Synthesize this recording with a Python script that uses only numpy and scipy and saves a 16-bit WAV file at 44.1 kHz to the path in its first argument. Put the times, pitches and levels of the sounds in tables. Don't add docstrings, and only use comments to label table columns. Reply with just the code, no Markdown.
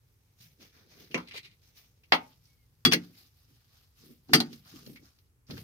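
import sys
import numpy as np
from scipy import signal
from scipy.fft import rfft, irfft
from scipy.io import wavfile
from scipy.ndimage import uniform_filter1d

SR = 44100
rng = np.random.default_rng(int(sys.argv[2]) if len(sys.argv) > 2 else 0)


def file_out(sig):
    cols = np.atleast_2d(sig).T
    lim = np.clip(cols, -1, 1)
    pcm = np.round(lim * 32767).astype(np.int16)
    wavfile.write(sys.argv[1], SR, pcm)


def decibels_to_gain(level_db):
    exponent = np.asarray(level_db, float) / 20
    return 10 ** exponent


N = 248283

# start in seconds, peak in dB, chatter in seconds, board or tray ring in dB,
# left-right in dB.
KNOCKS = [
    (1.142, -20.5, 0.01, -7, 0),
    (2.1198, -7, 0.0092, -14, 1),
]
# start in seconds, peak in dB, chatter in seconds, bed thump in dB,
# left-right in dB.
CLANKS = [
    (2.85, -10, 0.0075, -7, 3),
    (2.9214, -13, 0.0018, -17, 6.5),
    (2.9323, -15, 0.0036, -10.5, -1.5),
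    (4.334, -8, 0.012, -6, 3),
    (4.402, -19, 0.003, -9.5, 0),
]
# frequency in Hz, level in dB per Hz.
KNOCK_COLOURS = [
    [(71, -52.5), (120, -62), (173, 4), (393, -1), (503, 0), (605, -10), (1160, -23), (1550, -20),
     (2430, -6), (3900, -30.5), (6240, -20), (7500, -39), (16000, -51.5)],
    [(71, -42.5), (120, -19), (246, -3.5), (370, -4.5), (605, -7), (757, -1), (1620, -10), (2340, -3),
     (2930, -5.5), (3240, -3.5), (4880, -8), (7050, -51), (16000, -35)],
]
# frequency in Hz, level in dB per Hz.
CLANK_COLOURS = [
    [(260, -27.5), (450, -24), (656, -31), (1200, -6.5), (1410, -9), (3140, -10.5), (3440, -10), (4870, -8),
     (7650, -24.5), (15100, -23), (16500, -46.5)],
    [(260, -35), (450, -3.5), (1750, -4), (3340, 5.5), (3820, -6.5), (6200, 2), (6780, -23.5),
     (11700, -11.5), (15500, -38.5), (16500, -58)],
    [(260, -33), (450, 8), (1080, -27), (1700, 2.5), (2700, 0.5), (3820, -46), (4250, -24.5), (8250, -18),
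     (8890, -28), (15300, -12), (16500, -12.5)],
    [(260, -36.5), (450, -20), (763, -7), (1050, -16), (1220, -7), (2550, -12), (3290, -6), (4250, -5),
     (4650, -2.5), (7540, -25), (8500, -21), (15300, -22), (16500, -43.5)],
    [(590, -57), (1000, -9), (1290, -2), (2380, -2), (2680, -3), (2840, 1), (4130, 13), (7430, -9),
     (14800, -9.5), (16500, -26)],
]
# first reflections in dB, extra damping in dB per second.
PLACES = [(5.5, -21.5), (3, -10.5), (-5.5, 165), (-9.5, 157), (4.5, 60), (-6.5, 69), (9.5, 55)]
# mode in Hz, level in dB, T60 in seconds.
TRAY = [(180, -3, .18), (243.6, 0, .3), (315, -2.5, .17), (403, -10.5, .15), (442, -8.5, 0.16),
        (478, -8, .15), (542, -6.5, .13), (672, -16, 0.124), (1018, -7, .14), (1128, -10, .11),
        (1240, -7, .13), (1280, -10, .12), (1920, -13, .08), (2390, -21.5, .12)]
# mode in Hz, level in dB, T60 in seconds.
BOARD = [(172, -2, .23), (240, 2.5, .3), (256, 1.5, 0.31), (291, -8.5, 0.13), (446, -5.5, .17),
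         (669, -5, 0.17), (742, -3.5, .14), (772, -5, .13), (820, -8, .12), (865, -9, .11), (912, -8, .11),
         (1078, -7.5, .15), (2126, -14.5, .07), (3249, -3, .1)]
# length in seconds, then level in dB.
RATTLE_S = (.03, .012)
RATTLE_DB = (-15, -17.5)
# mode in Hz, level in dB, T60 in seconds, time to swell in seconds.
BED = [(105, -12.5, 0.45, 0.0046), (127.7, -18, .25, .005), (150.8, -8.5, .33, .003),
       (175.7, -10, 0.39, 0.0053), (234, -3.5, .3, .01), (249.6, -3.5, .3, 0.011), (290.7, -2, .25, .012),
       (343.9, 1, .2, .012), (384.8, -6, 0.094, .008), (435.3, -5, 0.2, .008)]
# centre in Hz, slowness of the answer as a factor.
BED_SPOTS = [(260, 1.3), (280, 0.8), (270, 1.3), (270, 1.3), (257, 0.98)]
# mode in Hz, T60 in seconds.
KEY = [(3370, .14), (4253, .09), (4705, .18), (4764, .07), (5100, .07), (6971, .055), (8538, .11),
       (9130, .08), (11280, .06), (11780, .08), (12650, .06)]
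KEY_END_DB = [-15.5, -27, -22, -25, -24.5, -36, -28.5, -38, -30.5, -41, -39.5]
KEY_SIDE_DB = [-38, -25, -45.5, -34, -33.5, -34.5, -55, -35.5, -45.5, -47.5, -47.5]
KEY_LOAD_DB = [-22.5, -34, -10, -23, -29.5, -35.5, -23.5, -43.5, -24, -39, -37.5]
# ring in dB, hardness in dB per octave, side share 0-1, load share 0-1,
# share of the free ring time.
STRIKES = [
    (4.5, -6.5, 0.04, 0.05, 0.9),
    (1.5, -10, 0.9, 0, 0.97),
    (9, 2, .95, 0, 0.55),
    (-5, 7.5, 0.25, .95, 1),
    (-22, -16, 0.85, 0.15, 0.87),
]
JOLTS_DB = [-46, -51.5, -52, -42.5, -56]
CHUCK_DB = [-34, -41, -45, -29, -42]
# mode in Hz, level in dB, T60 in seconds.
STAND = [(30, -16.5, .12), (62, -8.5, .12), (98, 1, 0.32)]
CHUCK = [(428, -2.5, 0.2), (655, -8.5, 0.21), (764, -1.5, 0.18), (776, -8, .12), (875, -10, .15),
         (980, -8.5, 0.089), (1134, -5, 0.12), (1239, -3.5, .18), (1468, -5.5, .18), (1504, -9, .15),
         (1743, -5, .17), (1864, -4.5, .16), (2115, -5.5, .16), (2240, -8.5, .14)]
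# start in seconds, peak in dB, centre in Hz,
# width in octaves, chatter in seconds.
SNAPS = [(1.1436, -29, 2170, 0.4, 0.0025), (1.274, -48, 3800, 0.52, 0.0023),
         (1.3101, -40, 2560, .8, 0.0022), (2.1215, -12, 2100, .5, .0015), (2.1215, -21, 806, .6, .0015),
         (4.3335, -10.5, 1800, 0.43, 0.0012), (4.339, -13.5, 1990, .5, .002),
         (2.9306, -22.5, 1600, 0.57, .002), (1.32, -43, 2440, .5, .002), (4.292, -48, 768, .25, .008),
         (4.8632, -48, 4200, 1.2, .002)]
# start in seconds, peak # in dB,
# centre in Hz, width in octaves, chatter in seconds.
MORE_TICKS = [(1.175, -32.5, 1120, 0.86, 0.0096), (1.201, -40.5, 1100, 0.75, 0.0074),
              (1.272, -55, 4004, .4, 0.0033), (1.3198, -56, 2800, 0.52, 0.0052),
              (2.131, -16.5, 1110, 1.4, 0.0044), (2.915, -23, 2994, .9, 0.0053),
              (2.935, -16.5, 4470, .6, 0.0019), (4.345, -12.5, 5190, .8, 0.0028), (5.467, -60, 5500, 0.53, .01),
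              (1.445, -50, 2840, .6, .004), (1.3438, -46, 3720, .6, .003), (2.145, -21.5, 900, .6, .002),
              (2.155, -32, 900, .5, .003), (4.649, -58.5, 4000, .8, .003), (4.657, -60, 1160, .5, .004),
              (5.054, -56, 5700, .7, .003), (4.7, -57, 3460, .9, .004), (4.76, -53, 2800, .9, .004),
              (5.5, -43, 450, 0.66, .012), (5.575, -50.5, 480, .6, .01), (4.404, -29, 750, 0.83, 0.0043),
              (5.57, -44, 1580, 0.42, .003)]
# start in seconds, peak in dB, centre in Hz, width in octaves, chatter in seconds.
TICKS = [(0.6054, -52.5, 3720, 2.9, 0.028), (1.111, -45.5, 2850, 0.32, 0.0093),
         (1.29, -61, 4000, 0.64, 0.0049), (1.3105, -47.5, 2150, 0.77, 0.021),
         (1.3593, -44, 2390, 1.1, 0.0039), (2.034, -58.5, 2570, 0.51, 0.0073),
         (2.4536, -59, 5440, 0.63, 0.0053), (4.2863, -57, 4400, 0.81, 0.0077),
         (4.5288, -41, 4600, 1.8, 0.0016), (4.8625, -48, 4060, 3.9, 0.0039),
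         (4.9583, -46, 2196, 0.31, 0.012), (5.1864, -59.5, 4600, 2.2, 0.0025),
         (5.5076, -37.5, 3930, 0.89, 0.0034), (5.5776, -40.5, 2850, 2.9, 0.0032),
         (1.342, -42.5, 490, 0.45, 0.0078), (2.912, -36.5, 3950, 2.2, 0.016),
         (4.3305, -31.5, 5000, 1.1, .004)]
# first reflections in dB, extra damping in dB per second.
TOUCH_PLACE = (6.6, 40)
SNAP_PLACE = (8, 550)
# frequency in Hz, gain in dB.
PORT_DIP = [(100, 1), (5800, 0), (7500, -17.5), (9000, -10.5), (15000, -6)]
# start in seconds, peak in dB, push in seconds, centre in Hz.
THUMPS = [(4.029, -55, 0.0084, 256), (4.083, -47, 0.016, 256), (4.291, -34.5, 0.011, 264),
          (4.306, -31.5, 0.005, 230), (4.735, -43.5, 0.0052, 228), (4.872, -44, 0.023, 229),
          (5.002, -57, 0.0096, 152.7), (5.495, -35.5, 0.0051, 118), (5.52, -45, 0.014, 147),
          (5.569, -62, 0.016, 234)]
# time in seconds, level in dB.
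DRAG = [(1.187, -70), (1.266, -65), (1.276, -59), (1.304, -63), (1.312, -59), (1.336, -48.5), (1.366, -44),
        (1.44, -62), (1.455, -57), (1.572, -80.5)]
# frequency in Hz, level in dB per Hz.
DRAG_COLOUR = [(180, -41), (300, -8.5), (441, -10), (567, -41), (730, -25), (863, -20), (1690, -13.5),
               (2360, 0), (3360, -4), (3970, -0.5), (7380, -22), (15200, -24), (16500, -40.5)]
# mode in Hz, level in dB, T60 in seconds.
DRAG_MODES = [(2180, -4, 0.018), (2510, -6, 0.014), (3800, -33.5, 0.028), (4130, -14.5, 0.04)]
# start in
# seconds, level in dB, hold in seconds, brightness in dB.
STROKES = [(0.035, -82.5, 5.2, 5), (0.417, -62.5, 0.014, 5), (0.625, -60, 0.004, -0.5),
           (0.752, -68, 0.056, -3.5), (0.912, -65, 0.08, -2), (1.006, -62.5, 0.027, 0.5),
           (1.136, -64, 0.011, -1.5), (1.636, -71.5, 0.053, 1.5), (1.781, -62.5, 0.0042, 3),
           (2.13, -70.5, 0.2, 0), (2.445, -74, 0.047, 4), (2.9, -63.5, 0.15, -2), (3.157, -65, 0.064, 3.5),
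           (3.377, -75.5, 0.46, 0.5), (3.737, -71.5, 0.042, 0), (3.987, -65.5, 0.04, 2),
           (4.062, -70, 0.054, 5.5), (4.316, -63, 0.15, -3.5), (4.537, -63, 0.0079, 2.5),
           (4.674, -60.5, 0.12, -1), (4.865, -64.5, 0.047, 6.5), (5.044, -68.5, 0.024, -1.5),
           (5.513, -57, 0.003, -3), (5.573, -59.5, 0.043, 2.5)]
# start in
# seconds, level in dB, hold in seconds.
LEANS = [(0.036, -83, 10), (0.605, -64, 0.026), (0.744, -72.5, 0.18), (0.955, -64, 0.088),
         (1.117, -61, .02), (1.768, -81, .01), (2.12, -70, 0.15), (2.49, -86, 0.018), (2.886, -59, 0.19),
         (3.15, -76.5, 0.11), (3.473, -71, 0.054), (4.012, -65, 0.058), (4.082, -61, 0.032),
         (4.297, -56, 0.24), (4.734, -62, 0.11), (4.873, -48, 0.0066), (5.001, -61.5, .01),
         (5.501, -47, 0.038)]
RUB_EDGES_HZ = [180, 640, 1800, 7200, 17000]
# frequency in Hz, level in dB per Hz.
BENCH_RUB_COLOUR = [(88, -31), (150, 8.5), (190, -4), (451, -6), (618, -16), (953, -24.5), (1620, -17.5),
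                    (2310, -10), (2650, -13), (5480, -10.5), (6420, -13.5), (7510, -34.5), (12500, -26.5),
                    (15300, -17), (16500, -34)]
LATHE_RUB_COLOUR = [(88, -34), (150, 8.5), (194, -14), (245, -5.5), (378, -13.5), (508, -20), (618, -30),
                    (783, -31), (972, -37), (1180, -28), (1690, -29.5), (5170, -22), (7660, -33),
                    (15300, -17.5), (16500, -32)]
# start in seconds, length in seconds, start pitch in Hz, level in dB.
SLIPS = [
    (2.478, 0.076, 2226, -77),
    (2.576, 0.082, 2150, -78.5),
]
# start in
# seconds, level in dB, hold in seconds.
STEPS = [(.05, -72.5, 3.1), (.4, -57, 0.06), (1.0, -60, 0.48), (1.9, -64.5, .01), (2.07, -66, 0.33),
         (2.72, -66, .01), (4.1, -66.5, .1), (4.6, -55.5, .3), (5.522, -36.5, 0.026)]
# frequency in Hz, level in dB per Hz.
HUM = [(12, -50.5), (20, -31), (40, -19.5), (60, -6), (85, -4), (124, -3), (156, -9.5), (174, -20),
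       (206, -27), (224, -32), (382, -31.5), (428, -24.5), (729, -35), (794, -30), (1400, -32.5),
       (2310, -34.5), (3500, -39.5), (11800, -37), (16500, -42)]
# frequency in Hz, left-right likeness from -1 to 1.
LIKENESS = [(60, 0.98), (180, 0.82), (550, 0.47), (1650, -0.14), (4970, -0.034), (15000, 0.34)]
# frequency in Hz, T60 in seconds.
SHOP_T60 = [(120, 0.22), (400, 0.32), (1500, 0.24), (4000, 0.12), (8000, 0.13), (15000, 0.08)]

KNOCK_RISE_S, CLANK_RISE_S = 0.0024, 0.00053
PORT_LAG = 6
HALF_SECOND = np.arange(SR // 2) / SR


def blows(room):
    out = np.zeros((2, N))
    colours = KNOCK_COLOURS + CLANK_COLOURS
    for k, (s, db, length, body_db, pan_db) in enumerate(KNOCKS + CLANKS):
        knock = k < len(KNOCKS)
        rise = KNOCK_RISE_S if knock else CLANK_RISE_S
        hits = chatter(rise, length, spread_db=3.0, first_db=30.0)
        crack = colour(in_room(hits, placed(room, *PLACES[k])), colours[k], even=True)
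        crack = peak_one(high(crack, hz=141))
        if knock:
            body = bench(k, rise, room)
        else:
            centre_hz, slowness = BED_SPOTS[k - len(KNOCKS)]
            body = bed(slowness, centre_hz)
        add(out, s, decibels_to_gain(db) * (crack * left_right(pan_db) + decibels_to_gain(body_db) * body))
    return out


def bench(k, rise, room):
    tap = decibels_to_gain(RATTLE_DB[k] - 20) * chatter(rise, RATTLE_S[k], spread_db=5.5, first_db=0.0)
    tap[round(rise * SR)] = 1
    ringing = high(ring_all(tap, (TRAY, BOARD)[k]), hz=144)
    return peak_one(ringing + decibels_to_gain(-8) * in_room(ringing, room))


def bed(slowness, centre_hz):
    t, modes = HALF_SECOND, 0
    draw = rng.uniform(-1, 1, (len(BED), 4))
    for (hz, db, t60, swell_s), (d, p, q, twin) in zip(BED, draw):
        level = db + 4.7 * d - 8.9 * np.log2(hz / centre_hz) ** 2
        envelope = decibels_to_gain(level - 60 * t / t60) * (1 - np.exp(-t / max(swell_s * slowness, 5e-4))) ** 2
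        tone = np.sin(2 * np.pi * hz * t + 3 * p)
        twin_tone = np.sin(2 * np.pi * hz * (1 + 0.07 * twin) * t + 3 * q)
        modes = modes + envelope * (tone + 0.72 * np.exp(-5.0 * t) * twin_tone)
    after_ring = 0.52
    modes = modes * (after_ring + (1 - after_ring) * np.exp(-(t / 0.038) ** 2 / 2))
    return peak_one(np.array([modes, np.roll(modes, 2 * PORT_LAG)]))


def key(room):
    out, t = np.zeros((2, N)), HALF_SECOND
    starts, beats = 2 * np.pi * rng.random((2, len(CLANKS), len(KEY)))
    octaves = np.log2(np.array(KEY)[:, 0] / KEY[0][0])
    for (s, *_), (ring_db, hard_db, side, load, free), start, beat in zip(CLANKS, STRIKES, starts, beats):
        levels = ring_db + hard_db * octaves + KEY_END_DB
        levels += side * np.subtract(KEY_SIDE_DB, KEY_END_DB)
        levels += load * np.subtract(KEY_LOAD_DB, KEY_END_DB)
        modes = 0
        for (hz, t60), db, p, b in zip(KEY, levels, start, beat):
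            waver = 1 + 0.3 * np.sin((250 + 60 * b) * t + p)
            port_phase = np.sign(b - np.pi) * np.pi / 2 * np.array([[0], [1]])
            tone = np.sin(2 * np.pi * hz * t + p + port_phase)
            modes = modes + decibels_to_gain(db - 60 * t / t60 / free) * waver * tone
        modes = modes * (1 - np.exp(-t / 0.0014))
        add(out, s + CLANK_RISE_S, modes + decibels_to_gain(-58.5) * in_room(modes[0], room))
    return out


def jolts():
    clicks = np.zeros((2, N))
    clicks[:, (np.array(CLANKS)[:, 0] * SR).astype(int)] = decibels_to_gain(np.array([JOLTS_DB, CHUCK_DB]))
    push = ring(clicks[0], 54.0, 0.013) / 40
    out = ring_all(push, STAND) * left_right(-3)
    for hz, db, t60 in CHUCK:
        mode = decibels_to_gain(db) * ring(clicks[1], hz, t60)
        out = out + np.array([mode, np.roll(mode, round(SR / hz / 4))])
    return out


def touches(room, table, place, skirt_db=-28.5):
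    out, room = np.zeros((2, N)), placed(room, *place)
    for s, db, hz, width, length in table:
        hump = [(hz / 16, -45), (hz / 2 ** width, -12), (hz, 0), (hz * 2 ** width, -12), (hz * 16, skirt_db)]
        touch = in_room(chatter(0.00081, length, spread_db=6.5, first_db=35.5), room)
        touch = colour(touch, hump, even=True)
        add(out, s, decibels_to_gain(db) * peak_one(colour(touch, PORT_DIP)))
    return out


def thumps():
    out = np.zeros((2, N))
    for s, db, push_s, hz in THUMPS:
        add(out, s, decibels_to_gain(db) * bed(push_s / 0.016, hz))
    return out


def drag(room):
    s, db = np.transpose(DRAG)
    t, draw = s[0] + HALF_SECOND, rng.random((3, SR // 2))
    grains_per_s = 600.0 * decibels_to_gain(7.0 * drift(30)[:SR // 2])
    sizes = decibels_to_gain(-4.5 * np.log(draw[1] + 0.00077)) * np.sign(draw[2] - 0.5)
    grains = colour(((draw[0] < grains_per_s / SR) * sizes)[None], DRAG_COLOUR)[0]
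    grains = grains + ring_all(grains, DRAG_MODES) * decibels_to_gain(-31.5)
    grit = in_room(grains, room)
    grit = rms_one(grit / np.sqrt(uniform_filter1d(grit ** 2, size=4000) + 1e-12))
    out = np.zeros((2, N))
    add(out, s[0], decibels_to_gain(np.interp(t, s, db, -140, -140) + 4.0) * grit)
    return out


def cloth():
    s, db, hold, bright = np.transpose(STROKES)
    lean_s, lean_db, lean_hold = np.transpose(LEANS)
    lean_attack_s = 0.054 * decibels_to_gain(-0.42 * (lean_db + 68))
    stroke_attack_s = 0.068 * decibels_to_gain(-0.15 * (db + 69.0))
    levels = [swells(lean_s, lean_db, lean_hold, lean_attack_s, fall_db_per_s=214)]
    for shift_db in (-8.5 - 0.96 * bright, 0, -5.5 + bright):
        levels.append(swells(s, db + shift_db, hold, stroke_attack_s, fall_db_per_s=145))
    ranges, grip = [0, 0, 0, 0], drift(28)
    for hz, band in bands(size=N):
        k = np.searchsorted(RUB_EDGES_HZ, hz) - 1
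        if 0 <= k < 4:
            ranges[k] = ranges[k] + decibels_to_gain(0.8 * grip + 1.8 * drift(18)) * band
    rubbing, at_lathe = 0, round(2.2 * SR)
    for level, noise in zip(levels, ranges):
        at_bench = rms_one(colour(noise[:, :at_lathe], BENCH_RUB_COLOUR))
        later = rms_one(colour(noise[:, at_lathe:], LATHE_RUB_COLOUR))
        rubbing = rubbing + level * np.hstack([at_bench, later])
    return decibels_to_gain(2.5 + 1.5 * drift(210)) * rubbing


def squeak():
    t, waver, out = np.arange(N) / SR, 1 + 0.009 * drift(37), 0
    for s, length, hz, db in SLIPS:
        arc = np.sin(np.pi * np.clip((t - s) / length, 0, 1))
        pitch = (hz - 1100 * np.clip(t - s, 0, length) + 50 * arc) * waver
        envelope = np.abs(arc) ** 0.26 * (t > s) * (t < s + length)
        out = out + decibels_to_gain(db) * envelope * np.sin(2 * np.pi * np.cumsum(pitch) / SR)
    return out


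def rumble():
    band = signal.butter(2, [95, 170], "band", fs=SR, output="sos")
    low = signal.sosfilt(band, rng.standard_normal(N))
    level = swells(*np.transpose(STEPS), attack_s=0.029, fall_db_per_s=98)
    return decibels_to_gain(-7.5) * level * rms_one(low)


def hum():
    white = sum(band for _, band in bands(size=N))
    return decibels_to_gain(-69.5 + 2.0) * rms_one(colour(white, HUM))


def shop():
    t, tail = HALF_SECOND, 0
    for hz, band in bands(size=SR // 2):
        t60 = at_hz(SHOP_T60, hz)
        tail = tail + band * decibels_to_gain(-60 * t / t60) / np.sqrt(t60)
    tail *= (1 - np.exp(-t / 0.00082)) * (1 + decibels_to_gain(7) * np.exp(-t / 0.03))
    tail /= np.sqrt((tail ** 2).sum() / 2)
    tail[0, PORT_LAG] = tail[1, 0] = decibels_to_gain(-11)
    return colour(tail, [(20, 0), (20000, 0)], even=True)


def placed(room, near_db, damping_db):
    t = HALF_SECOND
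    return room * (1 + decibels_to_gain(near_db) * np.exp(-t / 0.0085)) * decibels_to_gain(-damping_db * t)


def in_room(x, room):
    return signal.fftconvolve(x[None], room, axes=1)[:, :SR // 2]


def chatter(rise, length, spread_db, first_db):
    t, draw = HALF_SECOND, rng.random((2, SR // 2))
    sizes = decibels_to_gain(-spread_db * np.log(draw[0] + 0.001)) * np.sign(draw[1] - 0.5)
    sizes *= (1 - np.exp(-t / max(rise, 1e-4))) * np.exp(-(t / max(length, 1e-3)) ** 2)
    sizes[round(rise * SR)] = decibels_to_gain(first_db)
    return sizes


def ring(x, hz, t60):
    r, w = decibels_to_gain(-60 / (max(t60, 0.01) * SR)), 2 * np.pi * hz / SR
    return signal.lfilter([0, np.sin(w)], [1, -2 * r * np.cos(w), r * r], x + 1e-18)


def ring_all(x, modes):
    return sum(decibels_to_gain(db) * ring(x, hz, t60) for hz, db, t60 in modes)


def swells(s, db, hold, attack_s, fall_db_per_s):
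    t = np.arange(0, N + 64, 64)[:, None] / SR
    rise = np.clip(1 + (t - s) / attack_s, 0, 1) ** 2
    fall = decibels_to_gain(db - np.maximum(t - s - np.maximum(hold, 0), 0) * fall_db_per_s)
    return np.interp(np.arange(N) / SR, t[:, 0], np.sqrt(((rise * fall) ** 2).sum(axis=1)))


def drift(rate):
    r = np.exp(-80 * np.pi * rate / SR)
    slow = signal.lfilter([1], [1, -2 * r, r * r], rng.standard_normal(N // 40 + 2002))[2000:]
    return np.interp(np.arange(N) / 40, np.arange(len(slow)), rms_one(slow))


def bands(size):
    white = rng.standard_normal((2, 2, size + 4000))
    edges = 20 * 2 ** np.arange(0, 10.1, 0.5)
    for k, (low, high_edge) in enumerate(zip(edges, edges[1:])):
        band = signal.butter(2, [low, high_edge], "band", fs=SR, output="sos")
        mid, side = signal.sosfilt(band, white[k % 2])[:, 4000:]
        hz = np.sqrt(low * high_edge)
        alike = np.clip(at_hz(LIKENESS, hz), -1, 1)
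        yield hz, np.sqrt(1 + alike) * mid + np.sqrt(1 - alike) * side * [[1], [-1]]


def colour(x, spectrum, even=False):
    hz = np.arange(1, 2050) * SR / 4096
    gain = decibels_to_gain(at_hz(spectrum, hz))
    if even:
        power = uniform_filter1d(np.abs(rfft(x.mean(axis=0))) ** 2, size=44)
        gain /= np.sqrt(np.interp(hz, np.arange(len(power)) * SR / x.shape[1], power) + 1e-12)
    cep = irfft(np.log(gain))
    cep[1:2048], cep[2049:] = 2 * cep[1:2048], 0
    return signal.fftconvolve(x, irfft(np.exp(rfft(cep)))[None], axes=1)[:, :x.shape[1]]


def high(x, hz):
    return signal.sosfilt(signal.butter(4, hz, "high", fs=SR, output="sos"), x)


def at_hz(points, hz):
    points = np.array(points)
    return np.interp(np.log(hz), np.log(points[:, 0]), points[:, 1])


def left_right(db):
    return decibels_to_gain(np.array([[db], [-db]]) / 2)


def rms_one(x):
    return x / np.sqrt(np.mean(x ** 2) + 1e-20)


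def peak_one(x):
    return x / np.abs(x.mean(axis=0)).max()


def add(out, s, x):
    i = round(s * SR)
    out[:, i:i + x.shape[-1]] += x[..., :N - i]


def scene():
    room = shop()
    steel = blows(room) + key(room) + jolts()
    small = touches(room, TICKS, TOUCH_PLACE) + touches(room, MORE_TICKS, TOUCH_PLACE)
    snaps = touches(room, SNAPS, SNAP_PLACE, skirt_db=-43.5)
    handling = thumps() + drag(room) + cloth()
    return steel + small + snaps + handling + squeak() + rumble() + hum()


def band_limit(x):
    return signal.sosfilt(signal.butter(12, 16820, fs=SR, output="sos"), x)


def record(dry):
    top_cut = signal.cheby2(12, 60, 16900, fs=SR, output="sos")
    mix = signal.sosfilt(top_cut, np.tanh(dry))
    return band_limit(mix)


dry = scene()
out = record(dry)
file_out(out)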